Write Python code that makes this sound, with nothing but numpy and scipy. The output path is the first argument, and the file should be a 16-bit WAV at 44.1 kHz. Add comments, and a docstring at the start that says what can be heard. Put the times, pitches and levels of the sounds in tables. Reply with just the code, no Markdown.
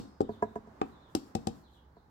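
"""A plastic container knocks against a metal mixing bowl as it is emptied, close by in a quiet kitchen.
Each impact excites damped modes: the flour-damped bowl answers with a hollow note and a tick, and taps
that loosen the rest draw a thud, a ring and a crack from the container. Flour slides out in soft puffs
of grainy noise. Faint falling chirps, like a distant bird, sound over the low room noise and hum."""
import sys
import numpy as np
from scipy import signal
from scipy.fft import rfft, irfft
from scipy.io import wavfile
from scipy.ndimage import uniform_filter1d

SR = 44100
rng = np.random.default_rng(int(sys.argv[2]) if len(sys.argv) > 2 else 0)


def dump_mix(stems):
    """Bounce the given channels to the path in sys.argv[1] as a 16-bit WAV at rate SR."""
    frames = np.atleast_2d(stems).T  # one column per channel
    limited = np.clip(frames, -1, 1)  # hard clip at full scale
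    pcm = np.round(limited * 32767).astype(np.int16)
    wavfile.write(sys.argv[1], SR, pcm)


N = 92610
LEAD_S = 0.1  # lead-in, so that an earlier blow can still be ringing at time zero


def amp(db):
    """Amplitude ratio: a factor of ten per 20 dB."""
    return 10 ** (np.asarray(db) / 20)


def unit_rms(x):
    """Normalisation to unit mean power."""
    return x / np.sqrt(np.mean(x ** 2) + 1e-20)


def curve_at(points, hz):
    """Interpolation on a logarithmic frequency axis."""
    point_hz, value = np.transpose(points)
    return np.interp(np.log(hz + 1), np.log(point_hz + 1), value)


def track():
    """Stereo silence with a lead-in."""
    return np.zeros((2, N + round(LEAD_S * SR)))


def add(mix, start_s, sound):
    """Superposition: a sound sums into a track from its start time."""
    part = mix[..., max(round((start_s + LEAD_S) * SR), 0):][..., :sound.shape[-1]]
    part += sound[..., :part.shape[-1]]


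def pan(pan_db):
    """Level difference between the channels: left exceeds right by pan_db."""
    return amp(np.array([[pan_db], [-pan_db]]) / 2)


def decay(t, t60_s):
    """Exponential damping: 60 dB of loss in t60_s."""
    return np.exp(-np.log(1000) * t / t60_s)


def ring(modes, rise_s, hold_s=0):
    """Modal vibration: damped cosines start together and decay after hold_s."""
    t = np.arange(SR // 2) / SR
    free_s = np.maximum(t - hold_s, 0)
    motion = sum(pan(pan_db) * amp(level_db) * decay(free_s, t60_s) * np.cos(2 * np.pi * pitch_hz * t)
                 for pitch_hz, level_db, t60_s, pan_db in modes)
    return -(1 - np.exp(-t / rise_s)) * motion


def strike(body, contact_ms, edge, lag_ms):
    """Impact as a low-pass: longer contact dulls the body, not the edge. Both reach the right late."""
    jw = 2j * np.pi * np.fft.rfftfreq(body.shape[1], 1000 / SR)  # radians per ms
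    spectrum = rfft(body) / (1 + jw * contact_ms) ** 3 + rfft(edge)
    delay = np.array([np.ones_like(jw), np.exp(-jw * lag_ms)])
    return irfft(spectrum * delay)


# Left-right coherence of the room's sound field: frequency_hz, coherence
FIELD_COHERENCE = [(60, 0.84), (290, 1), (640, 0.19), (1400, 0), (15000, 0.078)]
# Left-right balance of diffuse noise: frequency_hz, pan_db
FIELD_BALANCE = [(60, -3.5), (200, 1), (380, -1.5), (750, -9), (1300, -4.5), (2400, 2.5), (15000, 3)]


def noise(spectrum, size, diffuse=False):
    """Spectrally shaped stereo noise; a diffuse field is coherent only at long wavelengths."""
    hz = np.fft.rfftfreq(size, 1 / SR)
    bins = rfft(rng.standard_normal((2, size))) * amp(curve_at(spectrum, hz))
    if diffuse:
        coherence = np.clip(curve_at(FIELD_COHERENCE, hz), -1, 1)
        balance = amp(curve_at(FIELD_BALANCE, hz) / 2)
        right = coherence * bins[0] + np.sqrt(1 - coherence ** 2) * bins[1]
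        bins = np.array([bins[0] * balance, right / balance])
    return unit_rms(irfft(bins, size))


# Spectrum of the room's background noise: frequency_hz, level_db
ROOM_NOISE_SPECTRUM = [(20, -23.5), (42, -8.5), (63, -4.5), (100, -6), (200, -12), (400, -16.5), (680, -29),
                       (850, -12.5), (1000, -26), (1600, -24.5), (2500, -45.5), (4500, -38), (9000, -52.5),
                       (16000, -44.5)]


def room_noise(level_db=-64.5):
    """A steady diffuse field, strongest in the bass."""
    return amp(level_db) * noise(ROOM_NOISE_SPECTRUM, N, diffuse=True)


def hum(pitch_hz=68, width_hz=8.3, level_db=-67.5):
    """Narrow-band noise: neighbouring frequencies beat, so the room's hum wavers."""
    hz = np.fft.rfftfreq(N, 1 / SR)
    band = np.exp(-((hz - pitch_hz) / width_hz) ** 2)
    return amp(level_db) * unit_rms(irfft(rfft(rng.standard_normal(N)) * band, N))


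def echoes(t60_s, gap_s=0):
    """Dense reflections: an impulse response of decaying noise with unit energy."""
    t = np.arange(SR // 2) / SR
    response = rng.standard_normal((2, len(t))) * decay(t, t60_s) * (t > gap_s)
    return response / np.linalg.norm(response, axis=1, keepdims=True)


# Reverberation of the kitchen: frequency_hz, t60_s, level_db
REVERB_BANDS = [(71, 0.2, 4), (170, 0.36, -10), (270, 0.32, -4.5), (403, 0.19, -10.5), (938, 0.58, -22),
                (2200, 0.16, -8.5), (5000, 0.5, -13.5), (7500, 0.39, -16), (10000, .44, -21),
                (15600, .36, -10)]


def kitchen(direct, early_db=-14, build_up_s=0.0079):
    """Reverberation: early reflections in the bowl, then a room tail with a decay time for each band."""
    hz, t, bins = signal.stft(rng.standard_normal((2, SR)), SR, nperseg=512)
    bands = np.array(REVERB_BANDS)
    t60_s = curve_at(bands[:, [0, 1]], hz)[:, None]
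    level_db = curve_at(bands[:, [0, 2]], hz)[:, None]
    coherence = np.clip(curve_at(FIELD_COHERENCE, hz), -1, 1)[:, None]
    bins[1] = coherence * bins[0] + np.sqrt(1 - coherence ** 2) * bins[1]
    unit_energy_decay = decay(t, t60_s) * np.sqrt(2 * np.log(1000) / t60_s / SR)
    tail = signal.istft(bins * amp(level_db) * unit_energy_decay, SR, nperseg=512)[1][:, :SR]
    tail *= np.minimum(np.arange(SR) / SR / build_up_s, 1) ** 2
    early = amp(early_db) * echoes(t60_s=0.082, gap_s=0.007)
    return direct + sum(signal.fftconvolve(direct, response, axes=1)[:, :direct.shape[1]]
                        for response in (early, tail))


# Distant chirps: start_s, length_s, start_hz, end_hz, level_db
CHIRP_NOTES = [(.07, 0.13, 5380, 4910, -84), (0.219, 0.045, 3935, 3090, -70.5),
               (0.298, 0.066, 4650, 2890, -69.5), (0.429, .08, 3940, 3800, -76.5),
               (0.9, 0.09, 4160, 3336, -73.5), (0.998, 0.09, 4144, 3046, -73.5),
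               (1.62, 0.083, 4450, 3150, -72.5), (1.719, 0.067, 4317, 2840, -71),
               (1.955, 0.049, 4460, 3560, -79)]


def chirps(warble_depth=0.045, warble_s=0.004, direct_gain=0.42):
    """Frequency modulation: falling tones with a random warble, blurred by reverberation."""
    out = track()
    for start_s, length_s, start_hz, end_hz, level_db in CHIRP_NOTES:
        progress = np.linspace(0, 1, round(length_s * SR))
        warble = unit_rms(uniform_filter1d(rng.standard_normal(SR), round(warble_s * SR)))
        glide_hz = start_hz + (end_hz - start_hz) * progress
        pitch_hz = glide_hz * (1 + warble_depth * warble[:len(progress)])
        envelope = np.sqrt(abs(np.sin(np.pi * progress)))
        tone = np.sin(2 * np.pi * np.cumsum(pitch_hz) / SR)
        add(out, start_s, amp(level_db) * unit_rms(envelope * tone))
    reverb = signal.fftconvolve(out, echoes(t60_s=0.38), axes=1)[:, :out.shape[1]]
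    return direct_gain * out + reverb


# Envelope of the container's rustle: time_s, level_db
RUSTLE_ENVELOPE = [(0, -57), (.17, -63.5), (.3, -59), (.6, -60.5), (.85, -56.5), (1.05, -60.5),
                   (1.3, -59.5), (1.55, -60), (1.7, -67.5), (2.1, -70)]
# Spectrum of the rustle: frequency_hz, level_db
RUSTLE_SPECTRUM = [(35, -21.5), (100, -2.5), (230, -1), (420, -3.5), (700, -8), (1000, -5.5), (1600, -12.5),
                   (2500, -26), (7000, -34.5), (16000, -58.5)]


def rustle():
    """Amplitude modulation: the dull noise of the handled container swells and sinks."""
    level_db = np.interp(np.arange(N) / SR, *np.transpose(RUSTLE_ENVELOPE))
    return amp(level_db) * noise(RUSTLE_SPECTRUM, N, diffuse=True)


# Flour leaving the container: peak_s, half_length_s, level_db
FLOUR_PUFFS = [(.33, 0.031, -74.5), (.51, 0.08, -79.5), (.74, 0.051, -85), (.88, 0.041, -74.5),
               (1.12, 0.022, -75), (1.27, 0.038, -72), (1.43, 0.049, -76.5), (1.58, 0.041, -71.5),
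               (1.75, 0.036, -77), (2.11, .04, -93)]
# Spectrum of sliding powder: frequency_hz, level_db
POWDER_SPECTRUM = [(1500, 1.5), (4000, -6), (7500, -2), (9000, -7.5), (13000, -4), (16000, -7.5)]


def flour(grain_depth=0.13):
    """Granular flow: hiss in bell-shaped puffs, roughened by a fast random flicker."""
    t = np.arange(N) / SR
    flow = sum(amp(level_db) * np.exp(-((t - peak_s) / half_length_s) ** 2 / 2)
               for peak_s, half_length_s, level_db in FLOUR_PUFFS)
    flicker = unit_rms(uniform_filter1d(rng.standard_normal(N), size=60))
    grains = unit_rms(np.exp(grain_depth * flicker))
    return flow * grains * noise(POWDER_SPECTRUM, N)


def centred(table, centre_hz, first_octave_db=2.28):
    """Band-pass weighting: levels fall with the square of the octaves from a centre."""
    return [(hz, db - first_octave_db * np.log2(hz / centre_hz) ** 2, *rest) for hz, db, *rest in table]


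# Taps on the container: start_s, thud_db, thud_hz, ring_db, tilt_db_per_octave, contact_ms,
# crack_db, crack_hz, pan_db
CONTAINER_TAPS = [(-.028, -12.5, 225, -23, -2.5, 0.14, -33, 5070, 4.5),
                  (0.2057, -7, 401, -22, 2, 0.17, -50, 4500, 4.5),
                  (0.2138, -15, 496, -38.5, 1, 0.21, -51.5, 4850, 0),
                  (0.8147, -15.5, 415, -27, 4.5, 0.059, -31.5, 1200, 0.5),
                  (1.15, -12.5, 306, -31.5, 1.5, 0.052, -31.5, 7560, 4),
                  (1.3510, -14, 195, -20.5, 1, 0.2, -37, 4260, 7),
                  (1.4704, -14.5, 198, -21.5, 0.7, 0.18, -36.5, 4600, 5.5)]
# Modes of the container wall, plus two low room resonances that ring on after each tap:
# pitch_hz, level_db, t60_s, pan_db
WALL_AND_ROOM_MODES = [(119.5, -12.5, 0.11, -5.5), (223.9, -21.5, 0.34, -12.5), (279.4, -15.5, 0.43, -5),
                       (335.2, -5, 0.06, -8.5), (475.3, -7.5, 0.08, 5.5), (530, -13, 0.038, 9),
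                       (768.6, 3, 0.058, 2.5), (810, -12, .045, 4.5), (935, -20.5, 0.047, 4),
                       (1204, 3.5, 0.019, -3.5), (1760, -14.5, 0.023, 7), (2610, -23.5, .035, 17)]
# Modes of the stiff rim: pitch_hz, level_db, t60_s, pan_db
RIM_RESONANCES = [(3500, -32.5, 0.01, 2.5), (4680, -17.5, 0.014, -4), (7590, -6, .03, 1.5),
                  (7270, -5, 0.013, 13.5), (7640, -26, .028, 5.5)]
# Spectrum of the plastic crack: frequency_hz, level_db
CRACK_SPECTRUM = [(600, 16), (1200, 3.5), (2250, -5.5), (2900, -2.5), (3700, -1), (5000, 0.5), (6700, -5.5),
                  (7800, -1.5), (9200, -8.5), (13000, -11.5), (16000, -22)]


def taps(pivot_hz=470, crack_hold_s=0.0025):
    """Impulse response: a thud pitched by where the tap lands, a crack, and wall, rim and room modes."""
    out, t = track(), np.arange(SR // 2) / SR
    crack_envelope = decay(np.maximum(t - crack_hold_s, 0), t60_s=0.015)
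    for start_s, thud_db, thud_hz, ring_db, tilt, contact_ms, crack_db, crack_hz, pan_db in CONTAINER_TAPS:
        thud = ring([(thud_hz, thud_db, 0.023, 0)], rise_s=0.00034)  # one mode, t60 of 23 ms
        modes = [(hz, ring_db + db + tilt * np.log2(hz / pivot_hz), *rest)
                 for hz, db, *rest in WALL_AND_ROOM_MODES]
        body = pan(pan_db) * (thud + ring(modes, rise_s=0.00065))
        crack = noise(centred(CRACK_SPECTRUM, crack_hz), len(t)) * crack_envelope
        rim = ring(centred(RIM_RESONANCES, crack_hz), rise_s=0.0007)
        edge = amp(crack_db) * pan(4.5) * (crack + rim)
        add(out, start_s, strike(body, contact_ms, edge, lag_ms=0.5))
    return out


# Knocks of the container on the bowl: start_s, level_db, contact_ms, tick_db
BOWL_KNOCKS = [(0.2899, -23.5, 0.28, -56.5), (0.4238, -21.5, 0.08, -42), (0.5567, -29, 0.15, -49),
               (0.671, -44, 0.25, -61.5), (1.966, -51, 0.13, -74.5)]
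# Modes of container and bowl in contact: pitch_hz, level_db, t60_s, pan_db
BOWL_RESONANCES = [(104, -24.5, 0.3, 1), (222, -7.5, 0.045, -2.5), (422.5, 0, 0.054, -1),
                   (686, 0.5, 0.047, 0), (974, 1, 0.037, -5.5), (1667, -15, 0.11, 17.5),
                   (2070, -20, 0.015, -14), (218.2, -33, 0.87, -3.5)]
# Spectrum of the metal tick: frequency_hz, level_db
TICK_SPECTRUM = [(1500, 19), (2700, -6), (4000, -10.5), (5900, 3), (6600, -9), (7400, 5.5), (8800, -13),
                 (16000, -18)]


def knocks():
    """Impact excitation: container and bowl ring together in a hollow note, with a faint metal tick."""
    out, t = track(), np.arange(SR // 2) / SR
    note = ring(BOWL_RESONANCES, rise_s=0.0006, hold_s=0.004)
    for start_s, level_db, contact_ms, tick_db in BOWL_KNOCKS:
        tick = amp(tick_db) * noise(TICK_SPECTRUM, len(t)) * decay(t, t60_s=0.07)
        add(out, start_s, strike(amp(level_db) * note, contact_ms, tick, lag_ms=0.27))
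    return out


def scene(low_cut_hz=81):
    """Superposition: reverberant blows, thinned by a microphone-style low cut, over quieter sources."""
    low_cut = signal.butter(2, low_cut_hz, "highpass", fs=SR, output="sos")
    blows = signal.sosfilt(low_cut, knocks() + taps())
    events = (kitchen(blows) + chirps())[:, -N:]  # drop the lead-in
    return events + flour() + rustle() + hum() + room_noise()


def record(dry, cutoff_hz=16200):
    """Band limiting: a linear-phase low-pass removes the highest treble."""
    low_pass = signal.firwin(511, cutoff_hz, window=("kaiser", 9), fs=SR)
    return signal.oaconvolve(dry, low_pass[None], "same")


dry = scene()
out = record(dry)
dump_mix(out)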